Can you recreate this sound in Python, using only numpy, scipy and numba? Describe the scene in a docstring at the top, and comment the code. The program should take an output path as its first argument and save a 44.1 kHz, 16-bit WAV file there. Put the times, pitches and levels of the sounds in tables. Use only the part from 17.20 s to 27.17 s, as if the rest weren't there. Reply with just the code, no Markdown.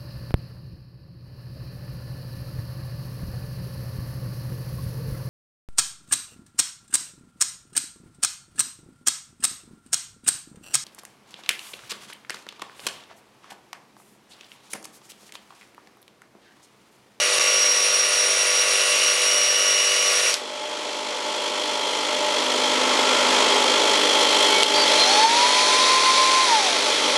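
"""A rasp and a piercing squeal: a steel rod, turned slowly by a cordless drill, bites into a bench grinder.
Grit tears at the steel and the squeal throbs with each turn of the wheel. After three seconds the rod
lifts off and the grinder runs free in the small workshop, all rushing air and rattling bearings.
Later the drill clicks on, whines up to full speed with a squealing bearing, and is let go.
An automatic gain control holds the loud parts down and slowly swells in between."""
import sys
import numpy as np
from scipy import signal
from scipy.fft import rfft, irfft, next_fast_len
from scipy.io import wavfile
from scipy.ndimage import uniform_filter1d
from numba import njit

SR = 44100
rng = np.random.default_rng(int(sys.argv[2]) if len(sys.argv) > 2 else 0)


def generate_wav(signal):
    """Clip the signal to [-1, 1] and save it as 16-bit WAV at the path in sys.argv[1]."""
    frames = np.transpose(np.atleast_2d(signal))
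    scaled = np.clip(frames, -1, 1) * 32767
    pcm = np.round(scaled).astype(np.int16)
    wavfile.write(sys.argv[1], SR, pcm)


N = 439677
TIME = np.arange(N) / SR
FFT_SIZE = next_fast_len(N + SR // 2)
FREQ = np.maximum(np.arange(FFT_SIZE // 2 + 1) * SR / FFT_SIZE, 1)

# Levels in the tables are relative; each layer gets its place in the mix below.
# grinder shaft, slower under load: time_s, speed_hz
SHAFT_SPEED = [(0, 49.42), (3.14, 49.42), (3.5, 50.8), (4, 50.92), (10, 50.86)]
# the shaft's drone: shaft_multiple, level_db
DRONE_TONES = [(1, -38), (2, -26), (3, -25.5), (4, -17.5), (5, -6), (6, -10.5), (8, -2.5), (10, -2.5),
               (11, -4), (17, 2), (19, -10), (21, -10), (22, -8), (24, -10), (26, -8.5), (27, -5), (44, -7),
               (63, -2), (64, -6)]
# single drone overtones that swell and sink: shaft_multiple, middle_s, half_length_s, lift_db
DRONE_SWELLS = [(19, 5, 1.7, 8), (5, 5.8, .65, 6), (27, 5.9, .17, 7), (8, 7, .8, 5), (44, 7.36, .075, 14)]
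# motor hum at multiples of the mains: pitch_hz, level_db
MAINS_HUM = [(480, -46), (600, -32.5)]
# air rushing round the wheels: frequency_hz, level_db
AIR_SPECTRUM = [(30, -44), (80, -38), (160, -26.5), (215, -7.5), (300, -1), (480, 5), (760, 0.5),
                (1150, 1.5), (1600, -5), (2300, 0), (4700, -4.5), (7000, -8.5), (10500, -22.5),
                (15000, -95)]
# rise and fall of that rush: time_s, level_db
AIR_FADER = [(3.1, -3.5), (3.6, -0.7), (5.2, -1), (5.75, 1), (6.2, 0.8), (6.9, -0.8), (9.9, -0.5)]
# boom of the housing and guards: pitch_hz, width_hz, level_db
HOUSING_MODES = [(483, 59, -4.5), (607.5, 22, -2), (870, 41, 1.5), (1045, 48, -12), (1327, 53, -13.5)]
# midrange roar that opens up for a moment: pitch_hz, width_hz, level_db
ROAR_MODES = [(305, 100, -3), (660, 150, -6), (1060, 82, 1), (1290, 100, 1), (1680, 290, -10)]
# metal parts rung by the grinder's bearings: pitch_hz, width_hz, level_db
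RATTLE_MODES = [(1985, 70, -10), (2110, 60, -4), (2682, 27, -6), (3050, 50, -7), (3220, 100, 5.5),
                (3372, 55, 5), (3875, 40, -7), (4110, 83, -0.5), (4250, 50, -6), (4490, 60, -10),
                (5230, 160, -9.5), (5800, 45, -6), (6780, 86, -15), (7230, 68, -16)]
# the worker moves about and shields the grinder: time_s, body_db, rattle_db, drone_db
SHIELDING = [(3.5, 4, 2, 2), (4.2, 2.5, 3, 2), (5.1, 1.2, 2, 1), (5.9, -1, -2, .5), (6.6, -2, -1, -1.5),
             (7.3, -1.5, 2.8, -1), (8.2, -1, 0.5, -0.5), (9.2, -1.5, 0.5, -1.5), (9.9, -1.5, 0, -.5)]
# the drill's fan tone: fan_multiple, level_db
FAN_TONES = [(1, -0.5), (2, -17.5)]
# how strongly the fan tone carries at each pitch: pitch_hz, level_db
FAN_RESONANCE = [(400, -62), (640, -35), (770, -22.5), (830, -20.5), (865, -14.5), (900, -10.5),
                 (945, -18.5), (1000, -19), (1020, -20), (1037, -15.5), (1045, -13.5), (1047, -12.5)]
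# gearbox whirr: frequency_hz, level_db
WHIRR_SPECTRUM = [(150, -41), (400, -9), (800, -1.5), (1300, -2), (1700, -1.5), (2400, 3.5), (3100, -6.5),
                  (3700, 4.5), (4300, 3), (4900, -0.5), (5900, 0), (7500, -11.5), (10500, -11.5),
                  (15000, -93)]
# whine of meshing teeth: fan_multiple, level_db
MESH_TONES = [(3, -23), (5, -25), (6, -21), (7, -18.5), (8, -23), (9, -27), (10, -29)]
# the drill's bearing squeals: start_s, length_s, pitch_hz, scoop_hz, sag_hz, level_db, jitter_share
BEARING_BURSTS = [(7.53, .105, 4720, 200, 180, -21, .004), (7.78, 0.065, 4160, 60, 20, -17, 0.012),
                  (7.85, 0.23, 4450, 368, 50, -21, 0.002), (8.15, 0.41, 4290, -70, 0, -23.5, .0022),
                  (8.583, 0.6, 4395, 20, 20, -25, 0.003)]
# the rod's last catch on the wheel, then the drill switch's snap, rattle and seating:
# start_s, peak_db, centre_hz, width_hz, decay_s
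KNOCKS = [(3.1413, 16, 4600, 4500, .0012), (3.145, 3, 3800, 3000, .012), (7.4324, 3, 3400, 2200, .0007),
          (7.4334, -8, 7000, 9000, .002), (7.439, -7, 3800, 1200, .003)]
# the drill's speed controller sings at part trigger: pitch_hz, level_db
CONTROLLER_TONES = [(1946, -19.5), (3892, -21), (7784, -23.5)]
# grit tearing at steel: frequency_hz, level_db
RASP_SPECTRUM = [(30, -66), (100, -44), (250, -17.5), (400, -9.5), (560, 2), (850, -9), (1150, 1.5),
                 (1600, -2), (2400, 4.5), (3200, 0.5), (4500, 1.5), (5400, -1.5), (6700, -1), (7500, -6.5),
                 (8600, -6.5), (10500, -10), (15000, -7.5)]
# the uneven wheel shakes the rod: shaft_multiple, level_db
CHATTER_TONES = [(1, -52), (2, -31), (3, -29.5), (8, -8.5), (10, 0), (11, -6), (12, -1.5), (13, -6),
                 (23, -6), (29, -4.5), (36, -5.5), (44, -4)]
# loose ringing of the rod, struck by grit: pitch_hz, width_hz, level_db
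STRUCK_MODES = [(2775, 45, -9), (5630, 44, 2), (5800, 40, -12), (9210, 65, -8), (9540, 120, -7.5)]
# four rod squeals locked to the wheel (two lone tones, the main tone with sidebands, a high pair),
# one list each: shaft_multiple, level_db
ROD_SQUEAL_TONES = [
    [(55, 0)],
    [(59, 0)],
    [(112, -17), (113, -10), (114, 0), (115, -11), (116, -16), (118, -7.5)],
    [(186, 0), (193, -10)],
]
# roughness of each rod squeal: throb_db, flutter_db, skate_turns
ROD_SQUEAL_ROUGHNESS = [(2, 1.5, .0007), (1, 1, .0005), (.5, 1.5, .0005), (2, 2, .0005)]
# their balance as the rod's bite shifts: time_s, lowest_db, second_db, main_db, high_pair_db
ROD_SQUEAL_FADERS = [(0, -15.5, -10, -8, -19), (.12, -17.5, -17, -10, -18), (.24, -8, -12, -4.5, -22),
                     (.42, -16, -15, -2.5, -23), (.64, -15.5, -16, -1.5, -14),
                     (.85, -15, -16.5, -4.5, -12.5), (1.3, -15, -18, -5.5, -15),
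                     (1.7, -11, -9.5, -9, -13.5), (1.85, -12, -10.5, -5, -15), (2, -13.5, -13.5, -9, -17),
                     (2.15, -17.5, -9.5, -4, -16), (2.5, -12, -7.5, -2.5, -20), (2.8, -14, -9, -5.5, -19),
                     (3, -15, -15, -7, -18)]

EASE_OFF_S, LIFT_OFF_S = 3.1, 3.14  # the hand lets up, then the rod leaves the wheel
TRIGGER_S, LET_GO_S = 7.435, 9.24  # the drill's free run


def undb(db):
    """Decibels to gain."""
    return 10 ** (np.asarray(db) / 20)


def unit(x):
    """Scale to rms 1."""
    return x / np.sqrt(np.mean(x ** 2))


def curves(table):
    """Each column of a timed table as a sample-by-sample curve."""
    times, *columns = np.transpose(table)
    return [np.interp(TIME, times, column) for column in columns]


def since(start_s):
    """Seconds gone by since a moment, zero before it."""
    return np.maximum(TIME - start_s, 0)


def fade(end_s, decay_s):
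    """Full level until a moment, then dying away."""
    return np.exp(-since(end_s) / decay_s)


def swell(middle_s, half_s):
    """A smooth, flat-topped swell from 0 to 1 and back."""
    return np.exp(-((TIME - middle_s) / half_s) ** 4)


def noise():
    """White noise."""
    return rng.standard_normal(N)


def wander(rate_hz):
    """Smooth random drift with a spread near 1."""
    hold = max(int(SR / rate_hz), 1)
    return 1.19 * uniform_filter1d(np.repeat(noise()[:N // hold + 1], hold), hold)[:N]


def colour(x, spectrum):
    """Equalise a sound along a spectrum, at rms 1."""
    hz, db = np.transpose(spectrum)
    response = undb(np.interp(np.log(FREQ), np.log(hz), db))
    return unit(irfft(rfft(x, FFT_SIZE) * response, FFT_SIZE)[:N])


def resonate(x, modes, bass_hz=210):
    """Ring a set of resonances, at rms 1; small parts radiate little bass."""
    response = sum(undb(db) / (1 + 1j * (FREQ ** 2 - hz ** 2) / (FREQ * width))
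                   for hz, width, db in modes)
    response /= 1 + (bass_hz / FREQ) ** 4
    return unit(irfft(rfft(x, FFT_SIZE) * response, FFT_SIZE)[:N])


def partials(turns, tones, waver_db, rate_hz, scatter=1):
    """Wavering sines at multiples of a phase; with little phase scatter they throb once a turn."""
    out = 0
    for multiple, db in tones:
        level = np.sqrt(2) * undb(db + waver_db * wander(rate_hz))
        out += level * np.cos(2 * np.pi * (round(multiple) * turns + scatter * rng.random()))
    return out


def surface(turns, harmonics):
    """A random profile round a wheel that comes back on every turn."""
    profile = unit(irfft(np.r_[0, np.exp(2j * np.pi * rng.random(harmonics))], 2 ** 13))
    return profile[(turns % 1 * len(profile)).astype(int)]


def scrape(turns, repeat):
    """Rolling or rubbing force: one share repeats with the turn, the rest is always new."""
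    return np.sqrt(repeat) * surface(turns, harmonics=300) + np.sqrt(1 - repeat) * noise()


@njit
def gain_reduction(over_db, attack, release):
    """The cut in dB: it closes in on any excess and lets go at a steady rate."""
    cut, out = max(over_db[:2000].max(), 0.), np.empty(len(over_db))
    for i in range(len(over_db)):
        if over_db[i] > cut:
            cut += attack * (over_db[i] - cut)
        else:
            cut = max(cut - release, 0.)
        out[i] = cut
    return out


def gain_control(x, top_db, window_s, attack_s, release_db_per_s):
    """Turn the sound down when its recent power passes a ceiling."""
    pole = np.exp(-1 / (window_s * SR))
    power = signal.lfilter([1 - pole], [1, -pole], x ** 2) + 1e-12
    over_db = 10 * np.log10(power) - top_db
    return x * undb(-gain_reduction(over_db, 1 / (attack_s * SR), release_db_per_s / SR))


def workshop(x, reverb_s=.3, wet_db=-16):
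    """A cluttered wooden room adds a short, faint, diffuse tail."""
    t = TIME[:SR // 2]
    tail = noise()[:len(t)] * np.exp(-np.log(1000) * t / reverb_s) * (t > .004)
    return x + undb(wet_db) * signal.fftconvolve(x, tail / np.linalg.norm(tail))[:N]


def shaft_drone(turns):
    """The spinning shaft's overtones, a few of which swell for a while."""
    tones = []
    for multiple, db in DRONE_TONES:
        lift_db = sum(lift * swell(middle_s, half_s)
                      for swelling, middle_s, half_s, lift in DRONE_SWELLS if swelling == multiple)
        tones.append((multiple, db + lift_db))
    return partials(turns + .002 * wander(12), tones, waver_db=1.5, rate_hz=14)


def grinder(turns):
    """The bed: bearings rattle, the housing booms, air rushes round the wheels, motor and shaft drone."""
    body_db, rattle_db, drone_db = curves(SHIELDING)
    rest = np.exp(-((turns % 1 - .5) / .2) ** 2)  # the rattle pauses once a turn
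    pulse_db = -9.5 * rest + surface(turns, harmonics=9) + .6 * wander(30)
    rolling = scrape(turns + .002 * wander(14), repeat=.45)
    rattle = resonate(rolling * undb(pulse_db), RATTLE_MODES)
    boom = resonate(noise() * undb(.5 * pulse_db), HOUSING_MODES)
    roar = resonate(scrape(turns, repeat=.2), ROAR_MODES) * swell(middle_s=5.87, half_s=.44)
    air = colour(scrape(turns, repeat=.11) * undb(.32 * pulse_db), AIR_SPECTRUM)
    # the hum is shielded twice as deeply as the rest of the body
    hum = partials(TIME, MAINS_HUM, waver_db=2, rate_hz=17) * undb(body_db)
    body = undb(-20.5 + curves(AIR_FADER)[0]) * air + undb(-27.5) * boom + undb(-28.5) * roar + hum
    load = fade(EASE_OFF_S, .047)  # every layer sits lower while the rod presses
    return (body * undb(.5 - 5 * load + body_db)
            + rattle * undb(-22.5 - 3.5 * load + rattle_db)
            + shaft_drone(turns) * undb(-33 - 6 * load + drone_db))


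def clicks():
    """Short, hard knocks on steel and plastic: the rod's last catch and the drill's switch."""
    out = 0
    for start_s, peak_db, hz, width_hz, decay_s in KNOCKS:
        mode = [(hz, width_hz, 0)]
        strike = noise() * (TIME >= start_s) * fade(start_s, decay_s)
        knock = resonate(resonate(strike, mode), mode)
        out += undb(peak_db) * knock / np.abs(knock).max()
    return out


def drill(full_speed_hz=1045, spin_up_s=.48, coast_s=.68):
    """The motor spins up and coasts down; its speed drives the fan tone and the gears' whirr and whine."""
    speed = np.maximum(np.tanh(since(TRIGGER_S) / spin_up_s) * fade(LET_GO_S, coast_s), 1e-6)
    fan_hz = full_speed_hz * speed
    cycles = np.cumsum(fan_hz * (1 + .00088 * wander(60))) / SR
    fan_db = np.interp(fan_hz, *np.transpose(FAN_RESONANCE))
    fan = partials(cycles, FAN_TONES, waver_db=1.76, rate_hz=50)
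    whirr_db = -17 + 7 * np.log2(speed) + since(TRIGGER_S)  # grows with speed; a slow rise with time offsets the gain control
    whirr = colour(noise() * undb(.92 * wander(500)), WHIRR_SPECTRUM)
    slack = .005 * wander(130)  # play between the teeth smears the mesh tones
    mesh = partials(cycles + slack, MESH_TONES, waver_db=4, rate_hz=40)
    onset = 1 - fade(TRIGGER_S, .02)
    return onset * (undb(fan_db) * fan + undb(whirr_db) * whirr + undb(-17.5) * speed * mesh)


def drill_bearing(edge_s=.0095):
    """The dry bearing catches in bursts: a rough whistle that scoops to its pitch and mostly sags away."""
    out, jitter, flutter = 0, wander(200), undb(1.5 * wander(50))
    for start_s, length_s, hz, scoop_hz, sag_hz, db, jitter_share in BEARING_BURSTS:
        end_s, slide_s = start_s + length_s, .27 * length_s
        scoop = scoop_hz * fade(start_s, slide_s)
        sag = sag_hz * np.exp(-np.maximum(end_s - TIME, 0) / slide_s)
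        pitch_hz = (hz - scoop - sag) * (1 + jitter_share * jitter)
        envelope = (1 - fade(start_s, edge_s)) * fade(end_s, edge_s)
        out += undb(db) * envelope * np.sin(2 * np.pi * np.cumsum(pitch_hz) / SR)
    return out * flutter


def rod_squeals(turns):
    """Self-fed squeals throb with each turn; the rod hops and skates, roughening level and pitch."""
    out = 0
    voices = zip(ROD_SQUEAL_TONES, ROD_SQUEAL_ROUGHNESS, curves(ROD_SQUEAL_FADERS))
    for tones, (throb_db, flutter_db, skate_turns), level_db in voices:
        squeal = partials(turns + skate_turns * wander(60), tones, waver_db=1, rate_hz=30)
        roughness_db = throb_db * np.cos(2 * np.pi * turns) + flutter_db * wander(70)
        out += undb(level_db) * unit(squeal * undb(roughness_db))
    return out


def rod_on_wheel(turns):
    """Grit tears at the steel: rasp, squeal, ringing and low chatter, over the slow drill's whine."""
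    grit = undb(2 * wander(2500) + .26 * wander(45.5) + .28 * surface(turns, harmonics=8))
    rasp = colour(scrape(turns, repeat=.1) * grit, RASP_SPECTRUM)
    squeals = rod_squeals(turns)
    ringing = resonate(noise() * grit, STRUCK_MODES)
    chatter = partials(turns, CHATTER_TONES, waver_db=2, rate_hz=16, scatter=.062)
    whine = partials(TIME + .00004 * wander(18), CONTROLLER_TONES, waver_db=1.5, rate_hz=28)
    # these three need firm pressure, so they die just before the rod leaves the stone
    pressure = fade(EASE_OFF_S, .026)
    pressed = pressure * (squeals + undb(-10.5) * ringing + undb(-21) * chatter)
    rasp_gain = undb(-3.5 - 2 * (1 - pressure)) * fade(LIFT_OFF_S, .031)
    unsteady_hand = undb(-.03 * wander(7.06))
    return unsteady_hand * (rasp_gain * rasp + pressed) + whine * fade(EASE_OFF_S, .058)


def scene():
    """Grinder, rod and drill in the workshop; grinder and rod follow the same turning shaft."""
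    turns = np.cumsum(curves(SHAFT_SPEED)[0]) / SR
    return workshop(grinder(turns) + rod_on_wheel(turns) + drill() + drill_bearing() + clicks())[None]


def record(dry):
    """Slow gain control, a quick limiter, rounded peaks, one brief dropout and a darkened top end."""
    emphasis, ceiling = [1, -.45], .74
    dropout_start_s, dropout_end_s = .1905, .195
    treble_rolloff_hz, top_cut_hz = 11400, 15200
    bright = signal.lfilter(emphasis, 1, dry[0])  # makes both gain stages keener on treble
    levelled = gain_control(bright, top_db=-21, window_s=.011, attack_s=.16, release_db_per_s=6)
    limited = gain_control(levelled, top_db=-16.5, window_s=.00021, attack_s=.0012, release_db_per_s=50)
    flat = signal.lfilter([1], emphasis, limited)
    rounded = flat / (1 + (flat / ceiling) ** 8) ** (1 / 8)
    gate = uniform_filter1d(1. * ((TIME < dropout_start_s) | (TIME > dropout_end_s)), size=44)
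    darkened = signal.sosfilt(signal.butter(12, treble_rolloff_hz, fs=SR, output="sos"), rounded * gate)
    return signal.sosfilt(signal.ellip(8, .2, 70, top_cut_hz, fs=SR, output="sos"), darkened)[None]


dry = scene()
out = record(dry)
generate_wav(out)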